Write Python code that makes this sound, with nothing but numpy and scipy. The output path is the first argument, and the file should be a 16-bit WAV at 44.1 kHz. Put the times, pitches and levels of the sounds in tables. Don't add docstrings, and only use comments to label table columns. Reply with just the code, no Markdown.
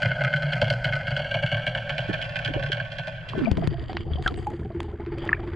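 import sys
import numpy as np
from scipy import signal
from scipy.fft import rfft, irfft, next_fast_len
from scipy.io import wavfile
from scipy.ndimage import uniform_filter1d, map_coordinates

SR = 44100
rng = np.random.default_rng(int(sys.argv[2]) if len(sys.argv) > 2 else 0)


def write(x):
    x = np.atleast_2d(x).T
    wavfile.write(sys.argv[1], SR, np.round(np.clip(x, -1, 1) * 32767).astype(np.int16))


N = 245151
TIME = np.arange(N) / SR
SURFACE_S = 3.177


def amp(db):
    return 10 ** (np.asarray(db) / 20)


def unit(x):
    return x / np.sqrt(np.mean(x ** 2) + 1e-20)


def curves(rows):
    s, *cols = np.transpose(rows)
    return [np.interp(TIME, s, c) for c in cols]


def wobble(rate):
    return map_coordinates(rng.standard_normal(int(N * rate / SR) + 4), [TIME * rate])


def filtered(x, response):
    m = next_fast_len(N + SR // 2)
    h = response(np.fft.rfftfreq(m, 1 / SR))
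    return irfft(rfft(x, m) * unit(np.abs(h)) * np.exp(1j * np.angle(h)), m)[..., :N]


def modes(table):
    return lambda f: sum((-1) ** k * amp(db) * (1j * f * w / (c * c - f * f + 1j * f * w)) ** 2
                         for k, (c, w, db) in enumerate(table))


def colour(points):
    hz, db = np.transpose(points)
    return lambda f: amp(np.interp(np.log(f + 1), np.log(hz + 1), db))


def noise(side_spectrum):
    m = next_fast_len(N)
    mid, side = rng.standard_normal((2, m))
    side = irfft(rfft(side) * colour(side_spectrum)(np.fft.rfftfreq(m, 1 / SR)), m)
    return np.array([mid + side, mid - side])[:, :N]


def patchy(x, db, bins, frames):
    z = signal.stft(x, nperseg=256)[2]
    field = uniform_filter1d(rng.standard_normal(z.shape[1:]), size=bins, axis=0)
    field = uniform_filter1d(field, size=frames, axis=1)
    return unit(signal.istft(z * amp(db * unit(field)), nperseg=256)[1][:, :N])


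def bursts(times, db, rise, t60, delay=0):
    t = np.arange(SR // 4) / SR
    energy = np.bincount(((times + delay) * SR).astype(int).clip(0), amp(db) ** 2, N)[:N]
    shape = amp(-60 * t / t60) * (1 - np.exp(-t / rise))
    return np.sqrt(np.abs(signal.fftconvolve(energy, shape ** 2)[:N]))


def kicks(times, db):
    return np.bincount((times * SR).astype(int).clip(0), amp(db), N)[:N]


def sides(db):
    return amp(np.array([db, -db]) / 2)


def shifting(x, tables, times, wander):
    stage = np.interp(TIME, times, np.arange(len(tables))) + wander * wobble(14)
    stage = stage.clip(0, len(tables) - 1)
    return sum(np.sqrt(np.clip(1 - np.abs(stage - k), 0, 1)) * filtered(x, modes(table))
               for k, table in enumerate(tables))


# (time [s], crackle [dB], thump [dB], second clack [dB], brightness [dB])
FIRINGS = [(0.0206, -13.5, -3.5, 1.5, 6.5), (0.048, -12.5, -1.5, 2.5, -6), (0.079, -25, 7, 2, 3),
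           (0.1063, -18, -20, 4.5, -12), (0.208, -16.5, -9, 2.5, -3), (0.2376, -13, 0, 5, -1.5),
           (0.269, -16.5, -5, 0.5, -7), (0.3292, -13.5, -1, 4, -7), (0.3613, -17, -17, -2.5, 3),
           (0.4221, -18, 1.5, 0.5, 1.5), (0.4564, -19.5, -8, -1, -6), (0.523, -16, -0.5, 4, 1),
           (0.556, -20, -9, 0.5, 2.5), (0.616, -11.5, -3, -6, 8), (0.6716, -22.5, -9, 3, 2),
           (0.7016, -15.5, -3, -11.5, 10.5), (0.7271, -22.5, -9, 3, 8), (0.844, -12, -7, -5.5, 6),
           (0.8886, -21, 0, -13, -0.5), (0.9246, -16.5, -3, 3.5, -3), (0.9543, -18, -12, -1.5, 3),
           (1.0008, -26, -17, 8, -6), (1.07, -17.5, -2.5, 1, 0), (1.106, -21.5, -2, -1, 2.5),
           (1.165, -16.5, -6, -2.5, 5), (1.1926, -17, -8, -13.5, 1.5), (1.3121, -17, -25, -12, 3.5),
           (1.342, -12.5, -7, -5, 0.5), (1.4259, -16.5, 1.5, 1.5, 0.5), (1.4627, -16, -34, -5.5, 0.5),
           (1.5158, -17, -2, -1, 4), (1.544, -15, -6, -18, -1.5), (1.6665, -14.5, -7.5, -1, 6),
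           (1.7501, -15.5, -11, -3.5, -0.5), (1.775, -20, -27, -8, 3), (1.8941, -17, -5, 0, 1.5),
           (1.9814, -18.5, -3.5, -4, 8.5), (2.098, -22, -9, -1.5, -8), (2.131, -18, -8, 1, 3.5),
           (2.2159, -22, -11, 1, 7.5), (2.2426, -26, -2, 0.5, 5.5), (2.2941, -23.5, -6, -15, 2),
           (2.3578, -18, -7, 0.5, 2.5), (2.39, -19.5, -9, -14.5, 4), (2.4491, -22.5, 0, 0.5, 12),
           (2.476, -19.5, -8, -9.5, 1.5), (2.5372, -17.5, -7, -18, -1), (2.596, -24, -4, -10, 1),
           (2.6269, -20, -0.5, 1, 3), (2.662, -24, -1, -8, 3.5), (2.719, -16, -7.5, -1.5, 8.5),
           (2.8, -20.5, -5, -6, -1), (2.92, -27, -36, -16, 9), (2.985, -23.5, -3.5, -2, 10.5),
           (3.0723, -24, -4.5, -1, 9), (3.29, -38.5, 7, 5, 18), (3.3814, -32, -13, 2, 6.5)]
TURN_S, TURN_SCATTER_S = 0.025, 0.0016


def firings():
    s, db, thump_db, second_db = np.transpose(FIRINGS)[:4]
    turn = np.arange(1, 5)
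    late, size = np.moveaxis(rng.standard_normal((len(s), len(turn), 2)), 2, 0)
    weak_s = s[:, None] + TURN_S * turn + TURN_SCATTER_S * late
    weak_db = db[:, None] - 9 - 1.5 * (turn - 1) + 3 * size
    next_strong_s = np.append(s[1:], s[-1] + 3 * TURN_S)
    free = s[:, None] + TURN_S * (turn + .5) < next_strong_s[:, None]
    return (np.append(s, weak_s[free]), np.append(db, weak_db[free]),
            np.append(thump_db, np.full(free.sum(), -6.5)),
            np.append(second_db, np.full(free.sum(), -4)))


def brightened(x, above_hz=2870, decay_s=0.027):
    s, bright_db = np.transpose(FIRINGS)[[0, 4]]
    last = (np.searchsorted(s, TIME + 0.0034) - 1).clip(0)
    gain = amp(bright_db[last] * np.exp(-np.abs(TIME - s[last]) / decay_s))
    upper = signal.sosfiltfilt(signal.butter(2, above_hz, "high", fs=SR, output="sos"), x)
    return x + (uniform_filter1d(gain, size=40) - 1) * upper


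# (frequency [Hz], bandwidth [Hz], level [dB])
DEEP_MODES = [(1292, 39, -10), (1512.5, 93, 5.5), (1730, 280, -18), (1970, 99, -14), (2120, 115, -6),
              (2402, 210, -15), (2645, 110, -18.5), (2820, 160, -17), (3140, 303, -13.5),
              (4110, 290, -25.5), (4500, 260, -24), (4910, 220, -25), (5500, 480, -38)]
MIDWAY_MODES = [(1325, 42, -13.5), (1578, 71, 2), (1916, 170, -23), (2223, 153, -5.5), (2743, 170, -13.5),
                (2933, 170, -7.5), (3213, 264, -12.5), (4060, 210, -28.5), (4490, 130, -20.5),
                (5780, 110, -35)]
SHALLOW_MODES = [(1098, 72, -5), (1529, 95, 11), (1754, 108, 3), (2053, 310, -6), (2427, 130, -1),
                 (2685, 173, -0.5), (3208, 435, -4.5), (4160, 400, -17.5), (4807, 270, -16.5),
                 (5615, 530, -26.5)]
# (frequency [Hz], level [dB])
WALL_TREBLE = [(4500, -15), (5800, -8), (8000, -10), (15000, -24)]
# (frequency [Hz], level [dB])
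MOTOR_SIDE = [(60, -6), (300, -33.5), (900, -1.5), (3310, -8.5)]


def crackle(s, db, second_db, churn):
    second_s = s + 0.0094 + 0.0008 * rng.standard_normal(len(s))
    clack_s, clack_db = np.append(s, second_s), np.append(db, db + second_db)
    snap = bursts(clack_s, clack_db - 6.5, rise=0.00053, t60=0.041, delay=-0.0012)
    edge = bursts(s, db - 19, rise=0.00051, t60=0.013)
    clumps = amp(2.5 * np.tanh(wobble(300)))
    strength = clumps * np.sqrt(snap ** 2 + edge ** 2 + churn ** 2)
    knock = 4.5 * kicks(clack_s - .0007, clack_db) * np.array([[.75], [1]])
    drive = strength * patchy(noise(MOTOR_SIDE), 2.0, bins=3, frames=7) + knock
    ring = shifting(drive, [DEEP_MODES, MIDWAY_MODES, SHALLOW_MODES], (0.66, 1.55, 2.2), wander=0.3)
    sizzle = amp(-30) * filtered(strength * noise(MOTOR_SIDE), colour(WALL_TREBLE))
    return brightened(ring + sizzle)


# (frequency [Hz], level [dB])
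BODY_SPECTRUM = [(100, -7), (170, -0.5), (241, -7.5), (323, -23.5), (451, -28), (499, -5), (570, 9),
                 (657, 4.5), (1180, -22), (1620, -35.5), (2750, -120)]


def housing_body(s, db, churn):
    envelope = np.hypot(bursts(s, db, rise=0.0045, t60=0.063, delay=0.0071), churn)
    drive = noise(MOTOR_SIDE) * envelope + 5 * kicks(s + 0.00591, db)
    return filtered(drive, colour(BODY_SPECTRUM))


# (frequency [Hz], bandwidth [Hz], level [dB])
THUMP_MODES = [
    [(127.5, 61, -11), (144.6, 19.3, 5.5)],
    [(119, 30.7, 0.5), (160.4, 35, -6.5)],
]


def thump(s, db, churn):
    push = 14 * kicks(s + 0.0102, db) + churn * noise([(100, -33)])
    return shifting(push, THUMP_MODES, times=(0.89, 1.1), wander=0.84)


# (frequency [Hz], left minus right [dB], phase lead of the left [rad])
WALL_PATHS = [(600, -0.2, -0.027), (1550, -4.5, -0.098), (2200, 1, -0.34), (3100, -1, -0.43), (4500, -1, 1)]


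def through_walls(x):
    m = next_fast_len(N)
    hz = np.fft.rfftfreq(m, 1 / SR)
    f, db, lead = np.transpose(WALL_PATHS)
    gain = sides(np.interp(hz, f, db)) * np.exp(.5j * np.outer([1, -1], np.interp(hz, f, lead)))
    return irfft(rfft(x, m) * gain / np.abs(gain.mean(0)), m)[:, :N]


# (time [s], crackle [dB], body [dB], thump [dB])
CHURN = [(0.0, -35, -37, -31), (2.47, -40, -41, -48.5), (3.6, -47.5, -51.5, -39.5)]


def motor_under_water():
    s, db, thump_db, second_db = firings()
    body_db = db - 6 + 4 * wobble(39.8)[(s * SR).astype(int)]
    submerged = np.clip((SURFACE_S + 0.43 - TIME) / 0.2, 0, 1)
    hiss, hum, low = submerged * amp(curves(CHURN))
    housing = crackle(s, db, second_db, hiss) + housing_body(s, body_db, hum)
    return through_walls(housing) + thump(s, db + thump_db, low)


# (time [s], rumble [dB], slosh [dB])
FLOW = [(0, -46.5, -85), (1.2, -42, -66), (3.3, -45, -76), (3.35, -38.5, -33), (3.6, -34, -37),
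        (3.75, -34, -46.5), (4.0, -38.5, -46.5), (4.25, -34, -40.5), (4.5, -38, -45.5), (5.0, -41.5, -50.5),
        (5.3, -30.5, -42.5), (5.56, -35, -47.5)]
# (time [s], level [dB])
SURGES = [(2.088, -36), (2.48, -40), (2.558, -36.5)]
# (frequency [Hz], level [dB])
RUMBLE_SPECTRUM = [(15, -15), (27, -12), (43, -4), (81, -9.5), (110, -5), (140, -9), (240, -120)]
SLOSH_SPECTRUM = [(60, -21.5), (150, -3), (250, -3), (450, -7), (700, -26.5), (2000, -54.5)]


def water_flow():
    rumble_db, slosh_db = curves(FLOW)
    surge = bursts(*np.transpose(SURGES), rise=0.0023, t60=0.32)
    rumble = filtered(noise([(40, -6.5)]), colour(RUMBLE_SPECTRUM))
    slosh = filtered(noise([(250, -3)]) * amp(5.4 * wobble(50)), colour(SLOSH_SPECTRUM))
    return np.hypot(amp(rumble_db), amp(6.5) * surge) * rumble + np.hypot(amp(slosh_db), surge) * slosh


def bubble_tones(rows, attack, rough, splash_db=-12.5):
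    out, t = np.zeros((2, N + SR)), np.arange(SR // 8) / SR
    quiver, size = np.pad(wobble(150), (0, SR)), np.pad(wobble(200), (0, SR))
    for s, db, hz, glide, t60, pan_db in rows:
        at = slice(round(s * SR), round(s * SR) + len(t))
        bend = 1 + glide * np.minimum(2 * t / t60, 1) + 0.056 * rough * quiver[at]
        phase = 2 * np.pi * hz * np.cumsum(bend) / SR
        flutter = 1 + rough * size[at] * np.minimum(t / 0.0063, 1)
        ring = amp(db - 60 * (t / t60) ** 1.018) * flutter * np.sin(phase)
        torn = signal.fftconvolve(rng.standard_normal((2, len(t))), [np.hanning(70)], "same", axes=1)
        band = (unit(torn) * [np.sin(phase), np.cos(phase)]).sum(0)
        splash = amp(db + splash_db - 60 * t / 0.036) * band
        onset = (1 - np.exp(-t / attack)) ** 2
        out[:, at] += sides(pan_db)[:, None] / sides(pan_db).mean() * (ring + splash) * onset
    return out[:, :N]


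# (time [s], level [dB], frequency [Hz], glide [fraction], decay by 60 dB [s])
DRIPS = [(2.503, -29, 333, -0.73, 0.092), (2.573, -22, 588, -0.15, 0.17), (2.699, -23, 400, 0.059, 0.03),
         (3.334, -20.5, 1026, 0.064, 0.015), (3.352, -24, 630, 0.057, 0.045),
         (3.456, -24, 2480, -0.12, 0.036), (3.472, -17, 637, 0.19, 0.064),
         (3.582, -22.5, 663, -0.043, 0.045), (3.623, -23, 663, 0.16, 0.08),
         (3.741, -28.5, 700, -0.041, 0.073), (3.969, -12.5, 1780, 0.54, 0.0055),
         (4.134, -26.5, 3290, -0.014, 0.024), (4.159, -28.5, 3180, 0.0021, 0.022),
         (4.183, -28, 724, 0.057, 0.097), (4.262, -10.5, 1635, -0.33, 0.0356),
         (4.279, -17.5, 1365, -0.15, 0.043), (4.276, -15, 3140, 0.22, 0.02),
         (4.371, -45, 8100, -0.026, 0.093), (4.468, -21, 836, 0.015, 0.11), (5.24, -29, 829, 0.053, 0.075),
         (5.291, -3, 1920, -0.12, 0.0096), (5.317, -18, 1113, 0.24, 0.013), (5.3295, 1.5, 1680, 0.1, 0.012),
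         (5.347, -29, 2300, 0.01, 0.036), (5.366, -36, 1460, 0.5, 0.043)]
DRAINED_S, FILM_PAN_DB = 3.7, 22


def drips(droplets=8, spread_octaves=0.8, left_db=0.5):
    late, pitch, size = np.moveaxis(rng.random((len(DRIPS), droplets, 3)), 2, 0)
    s, db, hz = np.transpose(DRIPS)[:3, :, None]
    spatter_s = s + 0.014 * (0.44 + late)
    spatter_db = db - 31 - 6 * size - 8 * late
    spatter_hz = hz * 2 ** (spread_octaves * (2 * pitch - 1))
    spatter = [(*row, .15, 0.012, left_db)
               for row in zip(spatter_s.ravel(), spatter_db.ravel(), spatter_hz.ravel())]
    draining = (s > SURFACE_S) & (s < DRAINED_S)
    pan_db = np.where(draining, FILM_PAN_DB * np.sign(pitch[:, :1] - .5), left_db).ravel()
    drops = [(*drip, pan) for drip, pan in zip(DRIPS, pan_db)]
    return bubble_tones(drops + spatter, attack=0.00046, rough=0.25, splash_db=-19)


# (time [s], low band [dB], ring [dB], spray [dB])
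WASH_LEVELS = [(3.4, -40.5, -54.5, -94), (4.0, -56, -54.5, -96), (4.08, -64, -65, -100),
               (4.6, -57.5, -67.5, -74), (4.78, -56, -73.5, -89), (5.56, -52, -63, -94.5)]
# (time [s], level [dB], relative spray level [dB])
SPURTS = [(4.108, -44, -32), (4.22, -46, -14.5), (4.349, -47.5, -13), (4.799, -54.5, -16), (5.17, -51, -30),
          (5.45, -63, -38)]
# (frequency [Hz], bandwidth [Hz], level [dB])
AIR_MODES = [(1870, 90, 10.5), (3104, 610, 9), (4670, 380, 2.5), (7280, 510, -13.5)]
# (frequency [Hz], level [dB])
WASH_SPECTRUM = [(500, -10), (1700, -8.5), (2150, -10), (2600, -19.5), (4000, -34), (6000, -47.5)]
SPRAY_SPECTRUM = [(5000, -43), (6000, -3), (7300, 3), (10000, -1.5), (14000, -10.5)]


def wash(tick_spacing_s=0.022):
    at, spurt_db, spray_db = np.transpose(SPURTS)
    spurts = [bursts(at, spurt_db + db, rise=0.013, t60=0.6) for db in (0, -3, spray_db)]
    low_gain, ring_gain, spray_gain = np.hypot(amp(curves(WASH_LEVELS)), spurts)
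    putt_s, putt_db = np.transpose(PUTTS)[:2]
    swell = 1 + bursts(putt_s, putt_db + 31, rise=0.0012, t60=0.069)
    tick_s = np.arange(SURFACE_S, N / SR, tick_spacing_s)
    late, size = rng.standard_normal((2, N // 500))[:, :len(tick_s)]
    ticks = kicks(tick_s + 0.0046 * late, 26.5 + 4 * size)
    grain_db = 3 * wobble(22) + 3 * wobble(250)
    low_noise = swell * amp(grain_db) * patchy(noise([(1500, -8)]), 1.14, bins=3, frames=12)
    ring_noise = swell * amp(grain_db - 1.5) * patchy(noise([(3500, -22.5)]), 3.8, bins=4, frames=30)
    low = filtered(low_gain * low_noise, colour(WASH_SPECTRUM))
    ring = filtered(ring_gain * (ticks + ring_noise), modes(AIR_MODES))
    spray = filtered(spray_gain * amp(0.65 * grain_db) * noise([(8000, -15)]), colour(SPRAY_SPECTRUM))
    return np.clip((TIME - SURFACE_S) / 0.39, 0, 1) * (low + ring + spray)


# (time [s], frequency [Hz], level [dB])
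GURGLE = [(3.33, 425, -43), (3.385, 375.5, -30), (3.405, 330, -31), (3.425, 295, -21), (3.45, 213.6, -27),
          (3.51, 215, -22.5), (3.54, 177.8, -40), (3.6, 160.5, -27.5), (3.66, 152, -28.5), (3.8, 124, -34)]


def gurgle():
    hz, db = curves(GURGLE)
    gate = uniform_filter1d(1.0 * ((TIME > GURGLE[0][0]) & (TIME < GURGLE[-1][0])), size=200)
    tone = np.sin(2 * np.pi * np.cumsum(hz * (1 + 0.077 * wobble(110))) / SR)
    throb = amp(db + 3.1 * np.tanh(wobble(90)))
    sway = sides(1.5)[:, None] + 1.3 * np.tanh(wobble(30)) * np.array([[1], [-1]])
    return gate * throb * tone * sway


def lapping_bubbles(count=220):
    when, pitch, size, pan = rng.random((count, 4)).T
    hz = 500 * 6.5 ** pitch
    db = -46 + 11 * size ** 2 - 5 * np.log2(hz / 1000)
    s = SURFACE_S + 0.22 + when * (N / SR - SURFACE_S - .25)
    rows = zip(s, db, hz, np.full(count, 0.28), 30 / hz, 8 * (pan - .5))
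    return bubble_tones(rows, attack=0.0018, rough=0.19)


# (time [s], level [dB], rebound frequency [Hz])
THUDS = [(3.4473, -15, 147), (3.5164, -0.5, 75), (3.575, -7.5, 91), (3.676, -4, 79), (4.118, -14, 70.6),
         (4.157, -13.5, 70.4), (4.261, -11, 70), (4.375, -21, 75), (4.396, -17, 75)]


def thuds(rise_s=0.0005, t60=0.04):
    out, t = np.zeros(N + SR), np.arange(SR // 10) / SR
    for s, db, hz in THUDS:
        envelope = amp(db - 60 * t / t60) * (1 - np.exp(-t / rise_s))
        out[round(s * SR):][:len(t)] -= envelope * np.cos(2 * np.pi * hz * t)
    return out[:N] * np.array([[1], [.12]])


def port_gain():
    s, db = np.transpose(THUDS)[:2]
    return 1 / (1 + bursts(s, db + 4, rise=.004, t60=0.16, delay=0.0046))


# (time [s], level [dB], relative treble level [dB])
SLAPS = [(3.449, -34, -29), (3.515, -23.5, -20), (3.572, -30, -21), (3.674, -25, -19), (3.931, -30, -43),
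         (3.9695, -22.5, -60), (4.2251, -32, -19), (4.2779, -18, -18.5), (4.31, -44, -38),
         (4.3422, -34.5, -21), (4.47, -43, -2), (4.503, -44.5, -6), (4.804, -24.5, -17), (4.831, -40, -12),
         (5.063, -38.5, -37), (5.1844, -33.5, -19), (5.252, -39, -10), (5.2762, -32, -40)]


def slaps(t60=0.011):
    out, t = np.zeros((2, 2, N + SR)), np.arange(SR // 20) / SR
    for s, db, treble_db in SLAPS:
        pan_db = -2 * rng.standard_normal()
        hiss = rng.standard_normal(len(t)) + 0.065 * rng.standard_normal((2, len(t)))
        crack = amp(db - 60 * t / t60) * hiss
        crack[:, 0] = 4 * amp(db)
        out[..., round(s * SR):][..., :len(t)] += [sides(pan_db)[:, None] * crack, amp(treble_db) * crack]
    crack, spray = out[..., :N]
    wall = colour([(200, -22.5), (800, -4), (2000, -5.5), (4500, -14.5), (6000, -30), (9000, -58)])
    return filtered(crack, wall) + filtered(spray, colour(SPRAY_SPECTRUM))


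# (time [s], level [dB], bubble frequency [Hz], bubble level [dB])
PUTTS = [(3.635, -28.5, 670, -39), (3.713, -29.5, 614, -41), (3.781, -34, 660, -35), (3.831, -44, 607, -38),
         (3.894, -29, 728, -24.5), (3.945, -27, 700, -39), (4.001, -30, 743, -55), (4.061, -28, 520, -36.5),
         (4.101, -28.5, 660, -36), (4.193, -28, 720, -47), (4.261, -28, 727, -23), (4.303, -28, 704, -34),
         (4.338, -30, 670, -37), (4.375, -25, 716, -34.5), (4.424, -31, 735, -43), (4.471, -35.5, 910, -46),
         (4.531, -26.5, 515, -34.5), (4.592, -26, 603, -61), (4.65, -26.5, 750, -34.5),
         (4.702, -30, 644, -30.5), (4.747, -25, 888, -54), (4.793, -28.5, 526, -36),
         (4.842, -28.5, 844, -37), (4.885, -28, 754, -46), (4.933, -29.5, 810, -56),
         (4.998, -26.5, 835, -34), (5.067, -25, 620, -45), (5.119, -23.5, 840, -34),
         (5.173, -27.5, 544, -36), (5.215, -30, 570, -46), (5.261, -24, 547, -30), (5.306, -28.5, 915, -42),
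         (5.343, -29.5, 720, -58), (5.393, -30.5, 747, -35), (5.433, -27.5, 850, -35),
         (5.473, -25, 516, -42), (5.53, -28, 860, -44)]
# (time [s], level [dB])
BOOM_LEVELS = [(3.7, -31), (4.0, 2), (4.25, 2), (4.36, -14), (4.6, 1), (5.0, -11.5), (5.56, -5.5)]
# (frequency [Hz], bandwidth [Hz], level [dB])
PIPE_MODES = [(339.2, 32.2, 14), (415, 59, 4), (225, 224, -2.5)]
BOOM_MODES = [(78.6, 12.4, 8), (142, 53, -7)]


def motor_in_air():
    s, db, pop_hz, pop_db = np.transpose(PUTTS)
    boom_db = db + np.interp(s, *np.transpose(BOOM_LEVELS))
    puff = 12 * kicks(s, db) + bursts(s, db - 1, rise=0.0022, t60=0.05) * noise([(300, -21)])
    boom = 20 * kicks(s, boom_db) + bursts(s, boom_db, rise=0.0088, t60=0.24) * noise([(80, -21)])
    rows = [(at, level, hz, .08, .07, 0) for at, level, hz in zip(s, pop_db, pop_hz)]
    pops = bubble_tones(rows, attack=0.0015, rough=0.088)
    return filtered(puff, modes(PIPE_MODES)) + filtered(boom, modes(BOOM_MODES)) + pops


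def scene():
    splash = lapping_bubbles() + drips() + slaps() + thuds()
    occluded = port_gain() * (motor_under_water() + wash())
    return occluded + motor_in_air() + water_flow() + gurgle() + splash


def record(dry):
    width = np.interp(TIME, (1.62, 2.1, 4.45, 4.56), [0, 1, 1, 0])
    mid, side = dry.mean(0), (dry[0] - dry[1]) / 2 * width
    dull = signal.sosfilt(signal.butter(2, 7000, fs=SR, output="sos"), [mid + side, mid - side])
    fade_out = np.clip((N / SR - TIME) / .004, 0, 1)
    return signal.sosfilt(signal.cheby2(10, 60, 15000, fs=SR, output="sos"), dull * fade_out)


dry = scene()
out = record(dry)
write(out)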